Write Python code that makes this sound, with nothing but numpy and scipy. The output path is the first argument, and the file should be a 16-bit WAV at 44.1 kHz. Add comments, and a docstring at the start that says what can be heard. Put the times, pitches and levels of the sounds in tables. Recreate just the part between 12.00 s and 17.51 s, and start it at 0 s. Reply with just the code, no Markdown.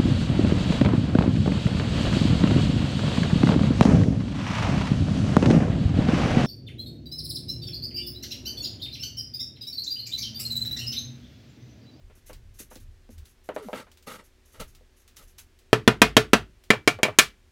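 """In a small plank-lined room, close to the microphone, a wooden strip is fitted to the top of a shelf.
It knocks and scrapes into place (struck modes, noise that dies in the room, friction) and sleeves rustle.
Then a hammer drives it home: five heavy blows that shake the wall and four lighter, more metallic ones,
each a crack, ringing modes and clatter, with a falling tone along the boards.
The blows overload the microphone; a faint hum, room air and a low rumble lie underneath."""
import sys
import numpy as np
from scipy import signal
from scipy.fft import rfft, irfft, next_fast_len
from scipy.io import wavfile

SR = 44100
rng = np.random.default_rng(int(sys.argv[2]) if len(sys.argv) > 2 else 0)


def unload_wav(signal):
    """Save mono or channel-first audio to the path in sys.argv[1] as 16-bit WAV at rate SR, clipped to [-1, 1]."""
    wavfile.write(
        sys.argv[1],
        SR,
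        np.round(np.clip(np.atleast_2d(signal).T, -1, 1) * 32767).astype(np.int16),
    )


N = 242991
RING_S = np.arange(18000) / SR  # time axis of one struck sound, in seconds

# Hammer blows, close to the microphone. Each row: start in seconds, relative strength in dB,
# brightness in dB per octave, relative wall boom in dB, relative steel ring in dB,
# ping of the struck spot in Hz, ping level in dB.
BLOWS = [(3.73, 2.5, -2.5, 2.5, -33, 384, -7), (3.8767, 5.5, -2.5, 10, -25.5, 3427, -8),
         (4.0177, 9, -0.68, 12, -25.5, 2560, -4.5), (4.1673, 7, -.5, 12, -9.5, 1240, -28),
         (4.333, 6, -1.25, 9, -37.5, 612, -12.5), (4.704, 0.9, -1.34, -5, -0.5, 2055, -4),
         (4.8756, 1.5, -0.07, -3.5, -0.5, 607, -12), (5.0313, -4.5, 1.3, -6.5, -.5, 6760, -20),
         (5.187, 6, 3, -0.5, 2.5, 6700, -5)]
# Modes of wall and shelf. Each row: frequency in Hz, relative level in dB, T60 in seconds.
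WALL_MODES = [(53.4, -39, .65), (122.5, -23, .17), (150, -26, .17), (214, -19, .11), (243, -11, .065),
              (300, -15, .07), (378, -13, .06), (433, -23, .16), (505, -23, .08), (590, -21, .07),
              (622, -20, .07), (715, -25, .09), (969, -24, .08), (1086, -24, .1), (1225, -24, .08),
              (1326, -19, .09), (1400, -27, .12), (1564, -22, .09), (1763, -23, .11), (1950, -26, .1),
              (2160, -23, .08), (2480, -22, .1), (2680, -22, .1), (2830, -25, .1), (3236, -23, .07),
              (3320, -22, .08), (3966, -27, .1), (4650, -26, .05), (6300, -28, .05), (9800, -27, .04)]
# Modes of hammer head, nail and the strip that holds it. Each row: frequency in Hz, relative level in dB,
# T60 in seconds.
STEEL_MODES = [(340, -22, .06), (400, -21, .06), (470, -21, .07), (1763, -20, .1), (2190, -19, .07),
               (2284, -14, .085), (2320, -25, .19), (2380, -19, .11), (2478, -25, .13), (2780, -24, .11),
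               (3020, -21, .06), (3236, -20, .07), (3900, -24, .06), (4450, -26, .05), (4900, -24, .06),
               (6980, -27, .06), (8700, -30, .06)]
# The crowd of finer resonances in a blow. Each row: frequency in Hz, relative density in dB per Hz.
CLATTER = [(30, -38), (80, -18.5), (130, -11.5), (300, 2.5), (600, 1.5), (820, -1), (1400, 1), (2400, -3.5),
           (3300, -1.5), (4500, -5.5), (7000, -10), (10000, -14), (16000, -26.5)]
# The contact itself. Each row: frequency in Hz, relative density in dB per Hz.
CRACK = [(100, -35), (500, -18.5), (2500, -24.5), (7000, -3.5), (16000, -19.5)]


def hammer(alike=0.62, rise_s=0.000043, wall_db=-5.0, clatter_db=-9, crack_db=-17,
           crack_t60=0.0094, ping_t60=0.031):
    """Each blow is a brief crack, the modes of wall and steel, and a clatter that dies away in the room."""
    out = np.zeros(N)
    same_spot = rng.standard_normal(len(RING_S))
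    rise = 1 - np.exp(-RING_S / rise_s)
    for s, strength_db, brightness, boom_db, steel_db, ping_hz, ping_db in BLOWS:
        colour = blow_colour(strength_db, brightness, boom_db)

        # blows land near one another, so they share much of their fine structure
        own_spot = rng.standard_normal(len(RING_S))
        noise = coloured(np.sqrt(alike) * same_spot + np.sqrt(1 - alike) * own_spot, CLATTER)
        clatter = from_db(clatter_db) * dying(tinted(noise, colour), early_t60=0.047, room_db=-12.5)

        contact = coloured(rng.standard_normal(len(RING_S)), CRACK) * fade(crack_t60)
        crack = from_db(crack_db + at_hz(colour, CRACK_HZ)) * contact

        wall = from_db(wall_db) * ringing(WALL_MODES, colour, scatter_db=4.5, spread_s=0.00065)
        flat = [(1, 0.017)]  # one point: the same gain at every frequency
        steel = from_db(steel_db) * ringing(STEEL_MODES, flat, scatter_db=0.5, spread_s=0.0011)
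        ping = from_db(ping_db) * np.sin(2 * np.pi * ping_hz * RING_S) * fade(ping_t60)

        echoed = shelf_echoes(rise * (crack + clatter), share=0.12)
        add(out, s, echoed + wall + steel + ping)
    return high_pass(out, hz=49.7)


BOOM_HZ, THUMP_HZ, CLACK_HZ, CRACK_HZ = 55, 285, 1200, 8950  # landmarks of a blow's colour
FLANK_DB_PER_OCTAVE = 1.2  # from thump to crack, the tilt aside, level falls off both sides of the clack
THUMP_FOLLOWS_BOOM = 0.16  # share of the wall's boom that carries over into the board's thump


def blow_colour(strength_db, brightness, boom_db):
    """A harder contact tilts the blow towards the treble; a blow that shakes the wall also thumps more."""
    octaves = np.log2(np.array([THUMP_HZ, CLACK_HZ, CRACK_HZ]) / CLACK_HZ)
    thump, clack, crack = strength_db + brightness * octaves - FLANK_DB_PER_OCTAVE * abs(octaves)
    thump = thump + THUMP_FOLLOWS_BOOM * (boom_db - strength_db)
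    return [(BOOM_HZ, boom_db), (THUMP_HZ, thump), (CLACK_HZ, clack), (CRACK_HZ, crack)]


# The loose strip knocking on the shelf. Each row: start in seconds, relative level in dB,
# centre in Hz, focus on that centre in dB per octave.
KNOCKS = [(0.099, -26.5, 300, 2), (0.174, -21, 220, 32), (0.2963, -15, 199, 2), (0.602, -9, 245, 15.5),
          (.713, -18.5, 500, 3), (.76, -6, 248, 20.5), (1.092, -8, 246, 17), (1.4895, -1, 490, 6),
          (1.563, -2.5, 670, 8), (1.686, 0, 680, 22), (1.7307, -4.5, 400, 2), (1.868, -23.5, 1100, 6),
          (2.607, -27.5, 1000, -7), (2.81, -19.5, 470, 36), (4.732, -3, 800, 1), (4.989, -6.5, 485, 8),
          (5.051, 0.5, 600, 0.5), (5.0837, -1, 650, 8)]
# Modes of the strip. Each row: frequency in Hz, relative level in dB, T60 in seconds.
STRIP_MODES = [(229, -30.5, 0.054), (306, -29, 0.046), (421, -32, 0.11), (508.6, -25, 0.07),
               (604.6, -26, 0.069), (712, -39, 0.091), (1125, -42, 0.13), (1660, -50, 0.0504)]
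# The strip's finer resonances. Each row: frequency in Hz, relative density in dB per Hz.
STRIP_CLATTER = [(40, -42), (120, -10.5), (220, -8), (550, -11.5), (850, -9.5), (1400, -10.5),
                 (3000, -14.5), (6000, -33.5), (16000, -43)]


def knocks(clatter_db=-26, soft_rise_s=0.0099):
    """The strip bumps the shelf; each place of contact favours its own pitch, and gentle bumps start softly."""
    out = np.zeros(N)
    for s, db, centre_hz, focus in KNOCKS:
        colour = [(hz, -focus * abs(np.log2(hz / centre_hz))) for hz, _ in STRIP_CLATTER]
        noise = coloured(rng.standard_normal(len(RING_S)), STRIP_CLATTER)
        clatter = from_db(clatter_db) * dying(tinted(noise, colour), early_t60=0.069, room_db=-5.5)
        body = ringing(STRIP_MODES, colour, scatter_db=1.5, spread_s=0.00056)
        softness = np.clip(-db / 25, .05, 1)
        rise = 1.5 - np.exp(-RING_S / (soft_rise_s * softness))  # gain from 0.5 towards 1.5
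        add(out, s, from_db(db) * rise * (body + clatter))
    return high_pass(out, hz=147)


# Bending waves in the long boards, set off by leaning and pushing. Each row: start in seconds,
# length in seconds, first pitch in Hz, last pitch in Hz, level in dB before the flutter.
BENDS = [(.795, 0.19, 92.8, 61, -47), (1.085, .22, 98, 59, -41.5), (1.576, 0.097, 480, 376, -41.5),
         (1.631, 0.07, 380, 143, -41.5)]
# every hammer blow sends a like wave along the boards, a little different each time
BLOW_BEND_DELAY_S, BLOW_BEND_S = .008, .115  # length before scatter
BLOW_BEND_FROM_HZ, BLOW_BEND_TO_HZ, BLOW_BEND_DB = 210, 67, -38.5  # pitches before scatter
BEND_SCATTER = 0.073  # share of length and pitch
BEND_FLUTTER, BEND_FLUTTERS_PER_S = 0.46, 70  # share of height; rate of random points


def bends():
    """A bending wave arrives highs first: a short falling tone, fluttering as it crosses its reflections."""
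    out, waves = np.zeros(N), list(BENDS)
    for s, *_ in BLOWS:
        stretch, pitch = np.exp(BEND_SCATTER * rng.standard_normal(2))
        from_hz, to_hz = BLOW_BEND_FROM_HZ * pitch, BLOW_BEND_TO_HZ * pitch
        waves.append((s + BLOW_BEND_DELAY_S, BLOW_BEND_S * stretch, from_hz, to_hz, BLOW_BEND_DB))
    for s, length, from_hz, to_hz, db in waves:
        hz = np.geomspace(from_hz, to_hz, int(length * SR))
        tone = np.sin(2 * np.pi * np.cumsum(hz) / SR)
        add(out, s, from_db(db) * np.hanning(len(hz)) * tone)
    return out * (1 + BEND_FLUTTER * wander(BEND_FLUTTERS_PER_S))


# The strip sliding over the boards. Each row: start in seconds, length in seconds,
# level in dB before the layer's trim.
SLIDES = [(1.57, 0.28, -46.5), (1.745, 0.068, -36.5), (2.066, 0.067, -37), (2.13, 0.031, -41.5),
          (2.18, 0.019, -44), (2.535, 0.053, -51.5), (2.594, 0.016, -32.5), (3.185, .04, -51.5)]
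# Colour of wood on wood. Each row: frequency in Hz, relative density in dB per Hz.
SLIDE_COLOUR = [(80, -10), (200, -1), (450, 0), (800, -3), (1150, -3), (1340, 1.5), (1500, -3),
                (2500, -7.5), (3500, -11), (6000, -19), (10000, -21), (16000, -37.5)]


def slides(trim_db=-1):
    """Wood slides on wood: friction noise that swells as a push takes hold, then slows and stops."""
    push = strokes(SLIDES, attack_s=0.013, sag_db_per_s=78, release_db_per_s=452)
    rub = friction(SLIDE_COLOUR, grains_per_s=1500, grain_db=-7, catch_db=1.5)
    return from_db(trim_db) * push * shelf_echoes(rub, share=0.41)


# Light ticks of buttons and tools. Each row: start in seconds, level in dB before the layer's trim.
TICKS = [(0.331, -38), (.597, -42), (0.7558, -37), (1.181, -42.5), (1.256, -44), (1.916, -44), (1.973, -45),
         (2.026, -46), (2.601, -31.5), (2.7496, -43), (3.078, -42.5), (3.1681, -35), (3.384, -34.5),
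         (3.5892, -47.5), (4.638, -44.5)]
# Colour of a tick. Each row: frequency in Hz, relative density in dB per Hz.
TICK_COLOUR = [(300, -10), (1500, -3.5), (4000, 2), (8000, -2.5), (12000, -6.5), (16000, -5)]


def ticks(trim_db=-7):
    """Small hard touches: short noise bursts, heard mostly through the room."""
    out = np.zeros(N)
    for s, db in TICKS:
        noise = coloured(rng.standard_normal(len(RING_S)), TICK_COLOUR)
        add(out, s, from_db(db + trim_db) * dying(noise, early_t60=0.011, room_db=-5))
    return out


# Shirt sleeves brushing. Each row: start in seconds, length in seconds, level in dB before the layer's trim.
SLEEVES = [(.26, 0.037, -49.5), (.586, 0.026, -37), (.7, 0.061, -50.5), (1.54, 0.014, -51),
           (1.62, 0.14, -52.5), (1.735, 0.066, -51), (2.066, 0.094, -43.5), (2.595, 0.011, -40),
           (3.16, 0.022, -48), (3.27, .04, -56), (3.379, 0.011, -40.5)]
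# Colour of the cloth. Each row: frequency in Hz, relative density in dB per Hz.
SLEEVE_COLOUR = [(710, -49.5), (1200, -2.5), (2950, -2), (5130, -4), (6030, 5), (8260, -2), (11700, 4.5),
                 (16000, -10)]


def sleeves(trim_db=-4):
    """Cloth brushes: grainy friction noise under short strokes; between them, faint random swells of hiss come
    and go."""
    brush = strokes(SLEEVES + faint_hisses(), attack_s=0.0086, sag_db_per_s=83, release_db_per_s=350)
    rub = friction(SLEEVE_COLOUR, grains_per_s=2200, grain_db=-3)
    return from_db(trim_db) * brush * shelf_echoes(rub, share=0.19)


def faint_hisses(count=18, until_s=3.4, length_s=0.053, mean_db=-57.5, scatter_db=1):
    """Faint short swells of hiss at random times: start in seconds, length in seconds, dB before the trim."""
    rows = []
    for k in range(count):
        start = until_s * (k + rng.random()) / count
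        length = length_s * rng.uniform(.5, 1.84)
        rows.append((start, length, mean_db + scatter_db * rng.standard_normal()))
    return rows


# Shifts of weight, each a low swell. Each row: middle in seconds, length in seconds,
# level in dB before the layer's trim.
SHIFTS = [(.08, 0.43, -46.5), (.45, 0.53, -41.5), (.83, 0.56, -46.5), (1.19, 0.39, -53), (2.62, 0.16, -43),
          (2.68, 0.38, -49.5), (3.3, 0.64, -57.5)]
# Colour of the rumble. Each row: frequency in Hz, relative density in dB per Hz.
RUMBLE_COLOUR = [(8.8, -28.5), (15, -10.5), (32, 14), (48, -8), (75, 0), (140, -11), (161, -45.5),
                 (200, -13), (260, -44), (440, -120)]


def rumble(rest_db=-62, trim_db=-3):
    """Shifting weight rumbles: low noise at a faint resting level, with slow swells."""
    gain = from_db(rest_db) + swells(SHIFTS)
    return from_db(trim_db) * gain * coloured(rng.standard_normal(N), RUMBLE_COLOUR)


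# The hum in the room. Each row: frequency in Hz, level in dB rms.
HUM = [(76, -66.5), (241, -76.5), (371, -74.5)]
# Colour of the still air. Each row: frequency in Hz, relative density in dB per Hz.
AIR = [(12, -17), (20, 3.5), (74, -4), (120, -12.5), (163, -19.5), (357, -14.5), (849, -24), (1330, -24.5),
       (1660, -22.5), (3070, -25), (6360, -30), (14700, -40), (16000, -42)]


def background(air_db=-62):
    """Still room air as steady noise, with a faint hum of steady sines."""
    out = from_db(air_db) * coloured(rng.standard_normal(N), AIR)
    for hz, db in HUM:
        cycles = hz * np.arange(N) / SR + rng.random()
        out += from_db(db) * np.sqrt(2) * np.sin(2 * np.pi * cycles)
    return out


# How long the room rings. Each row: frequency in Hz, T60 in seconds.
ROOM_T60 = [(60, 0.91), (150, 0.34), (400, 0.18), (900, .16), (2400, 0.2), (6000, 0.14), (16000, 0.16)]


def dying(noise, early_t60, room_db):
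    """Dense vibration dies fast in the wood and lingers in the room, longest in the bass."""
    octave = np.log2(np.clip(np.fft.rfftfreq(len(noise), 1 / SR), 2 ** 6, 2 ** 14))
    spectrum, early, out = rfft(noise), fade(early_t60), 0
    for k in range(6, 15):  # overlapping octave bands, 64 Hz to 16 kHz
        band = irfft(spectrum * np.maximum(1 - abs(octave - k), 0))
        late = from_db(room_db) * fade(at_hz(ROOM_T60, 2 ** k))
        out = out + band * np.hypot(early, late)
    return out


def ringing(modes, colour, scatter_db, spread_s):
    """Struck modes; each has a strength of its own and arrives by a slightly different path."""
    out = np.zeros(len(RING_S))
    for hz, db, t60 in modes:
        lag = int(rng.random() * spread_s * SR)
        swing = np.cos(2 * np.pi * hz * RING_S) * fade(t60)
        gain = from_db(db + at_hz(colour, hz) + scatter_db * rng.standard_normal())
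        out[lag:] += gain * swing[:len(out) - lag]
    return out


def friction(spectrum, grains_per_s, grain_db, catch_db=1.3, catches_per_s=170):
    """Tiny slips over a bed of hiss, unevenly catching and letting go; rms 1."""
    slips = (rng.random(N) < grains_per_s / SR) * rng.standard_normal(N)
    rub = rng.standard_normal(N) + from_db(grain_db) * rms_one(slips)
    return coloured(rub * from_db(catch_db * wander(catches_per_s)), spectrum)


def wander(points_per_s):
    """Random curve: straight lines between normally distributed points."""
    return np.interp(np.arange(N) * points_per_s / SR, np.arange(N), rng.standard_normal(N))


def shelf_echoes(x, share, count=5):
    """The shelf's boards throw back echoes within a few ms and comb the sound."""
    out = x.copy()
    for lag in (rng.uniform(.0004, .004, count) * SR).astype(int):
        out[lag:] += share * rng.choice([-1, 1]) * x[:len(x) - lag]
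    return out / np.sqrt(1 + count * share ** 2)


def strokes(rows, attack_s, sag_db_per_s, release_db_per_s):
    """Gain of rubbing strokes: each swells, sags while it lasts and dies away; overlaps add in power."""
    t, power = np.arange(N) / SR, 0
    for s, length, db in rows:
        age = np.maximum(t - s, 0)
        fall_db = sag_db_per_s * age + release_db_per_s * np.maximum(age - length, 0)
        gain = np.minimum(age / attack_s, 1) * from_db(db - np.minimum(fall_db, 120))
        power = power + gain ** 2
    return np.sqrt(power)


def swells(rows):
    """Gain of slow swells that rise and fall evenly."""
    t = np.arange(N) / SR
    return sum(from_db(db) * np.cos(np.pi * np.clip((t - s) / length, -.5, .5)) ** 2 for s, length, db in rows)


def high_pass(x, hz):
    """Small boards radiate little bass."""
    return signal.sosfilt(signal.butter(2, hz, "high", fs=SR, output="sos"), x)


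def coloured(x, spectrum):
    """Give noise a spectrum; rms 1."""
    size = next_fast_len(len(x))
    hz = np.fft.rfftfreq(size, 1 / SR)
    return rms_one(irfft(rfft(x, size) * from_db(at_hz(spectrum, hz)), size)[:len(x)])


def tinted(x, colour):
    """Filter a struck sound by a colour in dB, letting its level change."""
    hz = np.fft.rfftfreq(len(x), 1 / SR)
    return irfft(rfft(x) * from_db(at_hz(colour, hz)))


def fade(t60):
    """Exponential decay of a ring."""
    return np.exp(-np.log(1000) * RING_S / t60)


def at_hz(points, hz):
    """Read a spectrum on a log-frequency axis."""
    f, value = np.transpose(points)
    return np.interp(np.log(np.maximum(hz, 1)), np.log(f), value)


def from_db(db):
    """Decibels to gain."""
    return 10 ** (np.asarray(db) / 20)


def rms_one(x):
    """Scale to unit power."""
    return x / np.sqrt(np.mean(x ** 2) + 1e-20)


def add(out, s, sound):
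    """Mix a sound in at time s."""
    at = int(round(s * SR))
    out[at:at + len(sound)] += sound[:N - at]


def scene():
    """Everything at one microphone."""
    blows = hammer() + bends()
    handling = knocks() + slides() + ticks() + sleeves() + rumble()
    return (blows + handling + background())[None]


def record(dry):
    """The close microphone overloads, flattening the loudest peaks, and the top is cut."""
    clipped = dry / (1 + dry ** 8) ** (1 / 8)
    low_pass = signal.ellip(10, .2, 70, 16100, fs=SR, output="sos")  # cutoff in Hz
    return signal.sosfilt(low_pass, clipped)


dry = scene()
out = record(dry)
unload_wav(out)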